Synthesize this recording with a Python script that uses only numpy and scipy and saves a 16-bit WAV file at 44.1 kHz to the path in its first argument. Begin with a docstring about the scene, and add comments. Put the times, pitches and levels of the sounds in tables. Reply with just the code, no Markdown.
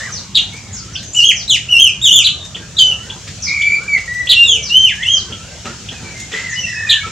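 """A short, soft trill sounds first, over the low rumble and hiss of a leafy aviary. The close songbird
goes on to harsh chips, tiny pips and gliding whistles, while farther birds slur and whistle. Thin, high
tones sound, some with the near bird's downslur or above a whistle. Each note is a nearly sinusoidal
oscillation of the syrinx, with weak harmonics. Leaves tick, something shuffles in the branches, and soft
knocks ring a wooden perch. The enclosure reflects every note, and the loudest overload the recorder."""
import sys
import numpy as np
from scipy import signal
from scipy.fft import rfft, irfft
from scipy.io import wavfile
from scipy.ndimage import uniform_filter1d

SR = 44100
rng = np.random.default_rng(int(sys.argv[2]) if len(sys.argv) > 2 else 0)


def store_pcm(level_fs):
    """Save levels as 16-bit WAV."""
    pcm = np.round(np.clip(level_fs, -1, 1) * 32767).astype(np.int16)
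    wavfile.write(sys.argv[1], SR, np.atleast_2d(pcm).T)


N = 313551
TIME = np.arange(N) / SR
FLICK_S = 0.016  # the upward flick that opens a swoop or downslur

# Levels are relative: each source applies its own gain. A share is a fraction of a note's length.
# radiation of harmonics by the beak: frequency_hz, gain_db
BEAK_RESPONSE = [(2500, -44), (4500, -18), (5700, -23.5), (7000, -13), (8000, -23), (9300, -39.5),
                 (11500, -32), (13000, -53.5), (17000, -30)]
# warbled notes: start_s, length_s, first_hz, crest_hz, last_hz, crest_share, attack_s, release_s, level_db
TRILL_NOTES = [(0, .11, 1707, 1930, 1233, 0.36, 0.0016, 0.051, -23),
               (3.459, 0.32, 2241, 2294, 2317, 0.63, 0.03, 0.0074, -12),
               (6.333, .22, 1510, 2055, 1800, 0.18, 0.017, 0.0099, -25),
               (6.714, .31, 1783, 1830, 1650, 0.5, 0.012, .03, -20.5)]
# spectrum of the rumble: frequency_hz, level_db
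RUMBLE_SPECTRUM = [(15, -40.5), (25, -42), (50, -5.5), (72, -0.5), (108, 2.5), (135, -3.5), (192, -4.5),
                   (270, -16), (520, -18.5), (850, -22), (1300, -22), (2000, -37), (3000, -26.5),
                   (8000, -53.5)]
# spectrum of the hiss and the ticks: frequency_hz, level_db
HISS_SPECTRUM = [(500, -41), (1500, -6), (2700, -3.5), (4500, -3), (6800, 1.5), (8000, -6.5), (9000, -16),
                 (11000, -24.5), (15500, -36.5), (17000, -31)]
# slow swell of the hiss: time_s, level_db
HISS_LEVELS = [(0, -29.5), (.3, -39.5), (.65, -38), (2.3, -40), (3.3, -35), (4.0, -38), (5.9, -35),
               (7.1, -35)]
# likeness of the left and right background: frequency_hz, correlation
COHERENCE = [(60, 0.98), (500, 0.88), (2000, 0.82), (5000, 0.32), (12000, 0.054)]
# thin falling slurs: start_s, top_hz, level_db
SLUR_NOTES = [(.119, 6340, -32), (0.725, 7500, -34.5), (0.931, 6000, -36.5), (1.159, 6470, -29),
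              (1.352, 6510, -30), (3.42, 6380, -25.5), (4.624, 6310, -28.5), (5.133, 6370, -29.5),
              (6.492, 7300, -35.5)]
# harsh chips: start_s, level_db
CHIP_NOTES = [(.345, -3.5), (2.238, -4.5), (2.774, -19.5), (4.288, -3), (6.889, -3.5)]
# straight, far whistles: start_s, length_s, first_hz, last_hz, level_db
FAR_NOTES = [(0.521, 0.081, 2146, 2503, -41), (0.646, 0.07, 2400, 1770, -49),
             (2.15, 0.25, 1246, 1178, -58.5), (2.382, 0.1, 3640, 3710, -40), (2.59, 0.049, 1544, 1650, -42),
             (3.778, 0.096, 1270, 1710, -43.5), (4.436, 0.2, 486, 433, -49),
             (4.556, 0.095, 2416, 2230, -40), (5.653, 0.069, 1208, 1450, -34.5),
             (5.94, 0.055, 2596, 2370, -40), (6.031, 0.092, 2354, 2280, -41),
             (6.139, .12, 2094, 2104, -39.5), (6.316, 0.088, 1940, 2010, -28.5),
             (6.511, 0.078, 1984, 2010, -29.5), (6.557, 0.0474, 2900, 2972, -21),
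             (6.628, 0.041, 2730, 2660, -19), (6.662, 0.063, 1948, 1982, -26),
             (6.749, 0.062, 2553, 2600, -31.5), (6.863, 0.06, 2527, 2386, -25),
             (6.999, 0.067, 2200, 2350, -32), (7.03, 0.057, 1314, 1316, -28.5)]
# far whistles that dip and rise: start_s, level_db
DIP_NOTES = [(.73, -53.5), (2.848, -52), (5.25, -51.5)]
# movements in the branches: start_s, length_s, thud_db, rustle_db
BRANCH_MOVES = [(0.539, 0.0091, -47.5, -50), (2.554, 0.015, -47.5, -47), (2.596, 0.015, -46, -58),
                (3.158, 0.012, -44.5, -69), (3.271, 0.016, -53.5, -42.5), (3.976, 0.0085, -46.5, -39),
                (5.297, 0.024, -44, -51.5), (5.644, 0.037, -39.5, -43), (5.917, 0.013, -41.5, -53),
                (5.98, 0.11, -47, -60), (6.304, 0.099, -48.5, -41), (7.063, 0.012, -39, -44)]
# spectrum of a thud: frequency_hz, level_db
THUD_SPECTRUM = [(60, -43), (150, 15), (260, 9), (420, 6.5), (750, -2), (1400, -3), (3000, -50),
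                 (16000, -85)]
# spectrum of brushed leaves: frequency_hz, level_db
LEAF_SPECTRUM = [(100, -15), (700, -17), (1400, 3), (2600, 4.5), (4500, -4), (7500, -4.5), (9500, -35),
                 (16000, -49)]
# tiny pips: start_s, level_db
PIP_NOTES = [(0.951, -16.5), (2.544, -19.5), (3.096, -20), (3.614, -17.5), (4.268, -13.5), (4.888, -16.5),
             (5.025, -15), (5.321, -19.5), (5.884, -20), (6.323, -21)]
# thin, high tones: start_s, length_s, first_hz, last_hz, level_db
HIGH_TONES = [(1.026, .1, 6600, 5980, -40.5), (1.131, 0.06, 7070, 7610, -28),
              (2.783, 0.019, 4800, 4360, -20), (2.792, 0.017, 7600, 6640, -21.5),
              (6.582, 0.055, 5860, 5920, -31), (6.644, .17, 5340, 5200, -40.5)]
# near swoops: start_s, length_s, first_hz, sag_hz, crest_hz, last_hz, crest_share, drop_exponent,
# release_s, level_db, beak_opening_db
SWOOP_NOTES = [(1.145, 0.18, 2990, 2790, 3265, 1480, 0.66, 3.6, 0.0068, -3, -1),
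               (1.685, 0.22, 2950, 2720, 3242, 2342, 0.58, 1.53, 0.03, -2, -2),
               (2.013, .224, 3795, 2846, 3613, 2210, .59, 1.2, .04, -3, 1)]
# near downslurs: start_s, length_s, top_hz, aim_hz, sink_s, droop_hz, attack_s, level_db, beak_opening_db
DOWNSLUR_NOTES = [(1.477, 0.098, 4177, 2800, 0.02, 1080, 0.018, -1, 3),
                  (2.766, .171, 4065, 3091, 0.0065, 365, 0.026, -1, -5),
                  (4.43, 0.15, 3880, 1520, .23, 306, 0.075, -3.5, 1)]
# near arched whistles: start_s, length_s, first_hz, crest_hz, last_hz, crest_share, attack_s, release_s,
# level_db, flatness, beak_opening_db
ARCH_NOTES = [(4.35, 0.099, 2733, 2798, 2560, 0.8, 0.031, .015, -0.5, 1.35, -7.5),
              (4.695, 0.24, 2724, 3116, 1592, 0.49, 0.034, 0.066, -3.5, 1.82, -5.5),
              (4.973, 0.071, 1698, 2074, 2180, 0.79, 0.036, 0.0036, -11.5, .6, -2),
              (5.038, .147, 2604, 3250, 3038, 0.55, 0.028, 0.022, -8, 1.3, -2)]
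# resonance of the near bird's throat: pitch_hz, gain_db
THROAT_RESPONSE = [(1500, -9.5), (2200, -6), (2750, -3.5), (3100, -1.5), (3400, 0), (3850, -3), (4200, -15)]
# low whistles: start_s, length_s, first_hz, crest_hz, last_hz, crest_share, attack_s, release_s, level_db
MELLOW_NOTES = [(3.877, 0.11, 2386, 2291, 1940, 0.261, 0.056, 0.048, -5),
                (4.076, 0.18, 1921, 1957, 1940, 0.57, 0.18, 0.05, -5)]
# soft blows, as of feet on a perch: start_s, level_db
PERCH_BLOWS = [(5.307, -42), (5.655, -33), (5.69, -40), (6.333, -27), (7.071, -45)]
# modes of the perch: frequency_hz, level_db, t60_s
PERCH_MODES = [(232, -3, .09), (294, -13, .09), (440, 2, 0.083), (590, -8, .06)]
# first reflections off walls and roof: delay_s, gain
REFLECTIONS = [(.0023, -0.023), (.0061, -0.17), (0.0091, 0.35), (0.0188, -0.23), (0.0259, .17),
               (0.031, -0.1)]
# reverberation time of the enclosure: frequency_hz, t60_s
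REVERB_TIMES = [(300, 0.13), (2000, 0.35), (3500, 0.31), (7000, 0.38), (14000, 0.13)]


def amp(db):
    """Amplitude ratio of a level in decibels."""
    return 10 ** (np.asarray(db) / 20)


def unit(x):
    """Normalisation to rms 1."""
    return x / np.sqrt(np.mean(x ** 2) + 1e-20)


def read(points, hz):
    """Interpolation on a log-frequency axis."""
    f, value = np.transpose(points)
    return np.interp(np.log(hz + 1), np.log(f + 1), value)


def add(mix, start_s, sound):
    """Superposition of a sound on the mix."""
    part = mix[max(0, round(start_s * SR)):][:len(sound)]
    part += sound[:len(part)]


def noise(spectrum):
    """Spectral shaping of white noise, at rms 1."""
    gain = amp(read(spectrum, np.fft.rfftfreq(N, 1 / SR)))
    return unit(irfft(rfft(rng.standard_normal(N)) * gain, N))


def wander(count, rate_hz):
    """Low-pass noise: a smooth random modulator."""
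    lowpass = np.exp(-(np.fft.rfftfreq(SR, 1 / SR) / rate_hz) ** 2)
    return unit(irfft(rfft(rng.standard_normal(SR)) * lowpass, SR))[:count]


def ease(x):
    """Raised-cosine step from 0 to 1."""
    return np.sin(np.pi / 2 * np.clip(x, 0, 1)) ** 2


def envelope_db(age, attack_s, release_s):
    """Exponential attack and release, each spanning 13 dB."""
    return -13 * (np.maximum(1 - age / attack_s, 0) + np.maximum(1 - (age[-1] - age) / release_s, 0))


def syrinx(contour, jitter, jitter_hz, overtone_db, warble=0., warble_hz=0., rasp_db=0.):
    """Self-sustained oscillation along a contour (time_s, pitch_hz, level_db); effort adds harmonics."""
    times, pitch_hz, level_db = contour
    t = np.arange(times[0], times[-1], 1 / SR)
    age = t - times[0]
    warble_phase = 2 * np.pi * warble_hz * age + 0.83 * wander(len(t), rate_hz=27.8)
    shake = warble * np.exp(-age / 0.18) * np.sin(warble_phase)
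    hz = uniform_filter1d(np.interp(t, times, pitch_hz), size=220, mode="nearest")
    hz *= 1 + jitter * wander(len(t), jitter_hz) + shake
    phase = 2 * np.pi * np.cumsum(hz) / SR
    db = np.interp(t, times, level_db)
    bright_db = overtone_db + 0.034 * (db - db.max())
    tone = np.sin(phase)
    for k in range(2, 8):
        flicker_db = 2.98 * wander(len(t), rate_hz=85)
        harmonic_db = read(BEAK_RESPONSE, k * hz) + bright_db + flicker_db - 4 * (k - 3)
        tone += amp(harmonic_db) * np.sin(k * phase) * (k * hz < SR / 2)
    fade = np.clip(np.minimum(age, t[-1] - t) / .004, 0, 1)
    flutter_db = rasp_db * wander(len(t), jitter_hz)  # a hoarse voice shakes in strength as well as pitch
    return tone * fade * amp(db + flutter_db)


def sing(contours, **voice):
    """Superposition of one voice's notes, each at its contour's start."""
    out = np.zeros(N)
    for contour in contours:
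        add(out, contour[0][0], syrinx(contour, **voice))
    return out


def arch(start_s, length_s, first_hz, crest_hz, last_hz, share, attack_s, release_s, db, flatness=1.6):
    """Pitch contour that lingers at one turning point."""
    age = np.linspace(0, length_s, 100)
    u = age / length_s
    away = np.where(u < share, 1 - u / share, (u - share) / (1 - share))
    hz = crest_hz + (np.where(u < share, first_hz, last_hz) - crest_hz) * ease(away ** flatness)
    return start_s + age, hz, db + envelope_db(age, attack_s, release_s)


def trills():
    """Frequency modulation: an uneven warble settles as each near note grows louder."""
    swell_db = np.linspace(-3, 3, 100)
    arches = [arch(*row) for row in TRILL_NOTES]
    contours = [(times, hz, db + swell_db) for times, hz, db in arches]
    return amp(-0.8) * sing(contours, jitter=0.0136, jitter_hz=159, overtone_db=-10,
                            warble=0.0557, warble_hz=47.75, rasp_db=2.5)


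def stereo_noise(spectrum):
    """Partial coherence: the two channels are alike in the bass and diverge in the treble."""
    same = read(COHERENCE, np.fft.rfftfreq(N, 1 / SR))
    mid, side = (irfft(rfft(noise(spectrum)) * np.sqrt((1 + sign * same) / 2), N) for sign in (1, -1))
    return np.array([mid + side, mid - side])


def rumble_and_hiss():
    """Broadband noise whose colour drifts by random modulation in time and frequency."""
    rumble = amp(-34.5) * stereo_noise(RUMBLE_SPECTRUM)
    hiss = amp(np.interp(TIME, *np.transpose(HISS_LEVELS))) * stereo_noise(HISS_SPECTRUM)
    hz, _, bands = signal.stft(rumble + hiss, SR, nperseg=1024)
    patches = uniform_filter1d(rng.standard_normal(bands.shape[1:]), size=7, axis=0)
    patches = unit(uniform_filter1d(patches, size=9, axis=1))
    depth_db = read([(150, 0.79), (500, 4.6), (3000, 2.3), (8000, .8)], hz)[:, None]
    return signal.istft(bands * amp(depth_db * patches), SR, nperseg=1024)[1][:, :N]


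def leaf_ticks(per_s=7, decay_s=0.0058):
    """A Poisson process: leaves and twigs release tiny, exponentially decaying noise bursts."""
    clicks = (rng.random(N) < per_s / SR) * rng.uniform(0.1, 1, N)
    envelope = signal.lfilter([1], [1, -np.exp(-1 / (decay_s * SR))], clicks + 1e-12)
    return amp(-49) * unit(envelope * noise(HISS_SPECTRUM))


def glide(start_s, length_s, first_hz, last_hz, db, fade_db=0., attack_s=0.0023, release_s=0.03):
    """Contour of a linear frequency sweep."""
    age = np.linspace(0, length_s, 100)
    u = age / length_s
    hz = first_hz + (last_hz - first_hz) * u
    return start_s + age, hz, db + fade_db * u + envelope_db(age, attack_s, release_s)


def slurs(length_s=0.081, fall_ratio=0.57):
    """Thin, hoarse sweeps fade as they fall; a constant frequency ratio gives each the same interval."""
    contours = [glide(s, length_s, hz, hz * fall_ratio, db, fade_db=-11, attack_s=0.005, release_s=.004)
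                for s, hz, db in SLUR_NOTES]
    return amp(6.5) * sing(contours, jitter=.036, jitter_hz=400, overtone_db=-15, rasp_db=3.5)


def chips():
    """Fast random modulation spreads a quick arch into sidebands, heard as harshness."""
    contours = [arch(s, length_s=.056, first_hz=3650, crest_hz=3850, last_hz=2700, share=.24,
                     attack_s=0.01, release_s=0.019, db=db, flatness=1.1) for s, db in CHIP_NOTES]
    return sing(contours, jitter=.056, jitter_hz=620, overtone_db=-9, rasp_db=2.5)


def dip(start_s, db, length_s=.28, low_hz=1294, rise_hz=286):
    """Pitch contour that passes through a minimum."""
    age = np.linspace(0, length_s, 100)
    hz = low_hz + rise_hz * ease(abs(age / length_s - .45) * 2)
    return start_s + age, hz, db + envelope_db(age, attack_s=0.019, release_s=0.0052)


def far_whistles():
    """Weak harmonics and gentle onsets give soft, almost pure tones."""
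    glides = [glide(*row, fade_db=2.5, attack_s=0.019, release_s=0.048) for row in FAR_NOTES]
    dips = [dip(*row) for row in DIP_NOTES]
    return amp(7) * sing(glides + dips, jitter=.011, jitter_hz=150, overtone_db=-7, rasp_db=2.2)


def shuffles():
    """Amplitude-modulated noise: a soft thud and a grainy brush of leaves share one envelope."""
    thud, leaves = np.zeros(N), np.zeros(N)
    for start_s, length_s, thud_db, rustle_db in BRANCH_MOVES:
        u = np.maximum(TIME - start_s, 0) * 2 / length_s
        swell = u * np.exp(1 - u)
        thud += amp(thud_db) * swell
        leaves += amp(rustle_db) * swell
    grain_db = 4 * unit(uniform_filter1d(rng.standard_normal(N), size=150))
    return amp(11) * (thud * noise(THUD_SPECTRUM) + leaves * unit(amp(grain_db)) * noise(LEAF_SPECTRUM))


def pips():
    """A sweep up and down, too brief for the ear to follow, fuses into one pip."""
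    contours = [arch(s, length_s=0.0171, first_hz=2000, crest_hz=3450, last_hz=2100, share=0.55,
                     attack_s=0.0041, release_s=0.0037, db=db) for s, db in PIP_NOTES]
    return sing(contours, jitter=0.034, jitter_hz=400, overtone_db=-26.5)


def high_tones():
    """Deep random amplitude modulation roughens thin, high, nearly level tones."""
    contours = [glide(*row) for row in HIGH_TONES]
    return sing(contours, jitter=0.0188, jitter_hz=400, overtone_db=-8, rasp_db=6.5)


def flick(age):
    """Onset transient: a pitch factor that rises quickly to 1."""
    return 1 - 0.1467 * np.maximum(1 - age / FLICK_S, 0) ** 2


def swoop(start_s, length_s, first_hz, sag_hz, crest_hz, last_hz, share, drop_exponent, release_s, db):
    """Pitch contour that sags, climbs to a crest and drops by a power law."""
    age = np.linspace(0, length_s, 100)
    u, sag_share = age / length_s, .37
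    sink = ease((age - FLICK_S) / (sag_share * length_s - FLICK_S))
    climb = ease((u - sag_share) / (share - sag_share))
    drop = np.maximum((u - share) / (1 - share), 0) ** drop_exponent
    hz = first_hz + (sag_hz - first_hz) * sink + (crest_hz - sag_hz) * climb + (last_hz - crest_hz) * drop
    return start_s + age, hz * flick(age), db + envelope_db(age, attack_s=.034, release_s=release_s)


def downslur(start_s, length_s, top_hz, aim_hz, sink_s, droop_hz, attack_s, db):
    """Pitch contour of exponential relaxation, with a steady sag and a final droop."""
    sag_hz_per_s, droop_s = 868, .028
    age = np.linspace(0, length_s, 100)
    sinking = np.maximum(age - FLICK_S, 0)
    hz = aim_hz + (top_hz - aim_hz) * np.exp(-sinking / sink_s) - sag_hz_per_s * sinking
    hz -= droop_hz * np.maximum(1 - (length_s - age) / droop_s, 0)
    fade_db = -5 * (1 - np.exp(-np.maximum(age - attack_s, 0) / 0.02))
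    return start_s + age, hz * flick(age), db + fade_db + envelope_db(age, attack_s, release_s=0.023)


def near_whistles():
    """Source and filter: throat resonance favours mid-range pitches, and an open beak adds brightness."""
    out = np.zeros(N)
    for shape, notes in ((swoop, SWOOP_NOTES), (downslur, DOWNSLUR_NOTES), (arch, ARCH_NOTES)):
        for *row, opening_db in notes:
            times, hz, db = shape(*row)
            contour = times, hz, db + read(THROAT_RESPONSE, hz)
            out += sing([contour], jitter=.0035, jitter_hz=200, overtone_db=opening_db, rasp_db=.5)
    return out


def mellow_whistles():
    """Nearly periodic oscillation with weak harmonics makes the near bird's lower whistles mellow."""
    contours = [arch(*row) for row in MELLOW_NOTES]
    return amp(-0.8) * sing(contours, jitter=0.0033, jitter_hz=120, overtone_db=-11)


def perch_knocks():
    """Soft blows excite damped modes of the wooden perch, detuned at random for each blow."""
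    out, t = np.zeros(N), TIME[:SR // 4]
    for start_s, db in PERCH_BLOWS:
        ring = np.zeros(len(t))
        for hz, mode_db, t60_s in PERCH_MODES:
            detune = 1 + 0.12 * rng.standard_normal()
            ring += amp(mode_db - 60 * t / t60_s) * np.sin(2 * np.pi * hz * detune * t)
        add(out, start_s, amp(db) * ring * np.minimum(t / 0.0031, 1))
    return out


def reverberation(reflections_per_s=3000, width=0.57):
    """Dense random reflections decay exponentially by band; the treble differs more between channels."""
    count = SR * 3 // 5
    taps = rng.standard_normal((2, count)) * (rng.random((2, count)) < reflections_per_s / SR)
    hz, t, bands = signal.stft(taps, SR, nperseg=256)
    bands *= amp(-60 * t / read(REVERB_TIMES, hz)[:, None]) * np.clip(t / 0.0014, 0, 1)
    bands[1] *= width * read([(1000, .5), (3000, 0.61), (6500, 1.74)], hz)[:, None]
    mid, side = signal.istft(bands, SR, nperseg=256)[1]
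    return np.array([mid + side, mid - side]) / np.linalg.norm(mid)


def aviary(source, wet_db):
    """Convolution with direct sound, reverberation and first reflections that beat against the glides."""
    response = amp(wet_db) * reverberation()
    response[:, 0] += 1
    for delay_s, gain in REFLECTIONS:
        response[:, round(delay_s * SR)] += gain
    return signal.fftconvolve(source[None], response, axes=1)[:, :N]


def scene():
    """Reverberant-to-direct ratio: low for the near song, higher for far sounds and thin, high notes."""
    song = aviary(amp(-1.85) * (near_whistles() + chips() + pips()), wet_db=-4)
    low_song = aviary(mellow_whistles() + trills(), wet_db=-7.5)
    far = aviary(far_whistles() + shuffles() + perch_knocks() + leaf_ticks(), wet_db=-1)
    high_echoing = aviary(slurs() + high_tones(), wet_db=.5)
    return song + low_song + far + high_echoing + rumble_and_hiss()


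def record(dry, cutoff_hz=16000):
    """Two microphones differ slightly in frequency response; peaks clip, then a low-pass filter acts."""
    hz = np.fft.rfftfreq(N, 1 / SR)
    balance_db = read([(100, -0.26), (1500, -1.4), (2600, 0.014), (3700, -0.052), (7000, 1.6)], hz)
    heard = irfft(rfft(dry) * amp(np.array([balance_db, -balance_db]) / 2), N)
    lowpass = signal.firwin(511, cutoff_hz, window=("kaiser", 9), fs=SR)
    return signal.oaconvolve(np.clip(heard, -1, 1), lowpass[None], "same")


dry = scene()
out = record(dry)
store_pcm(out)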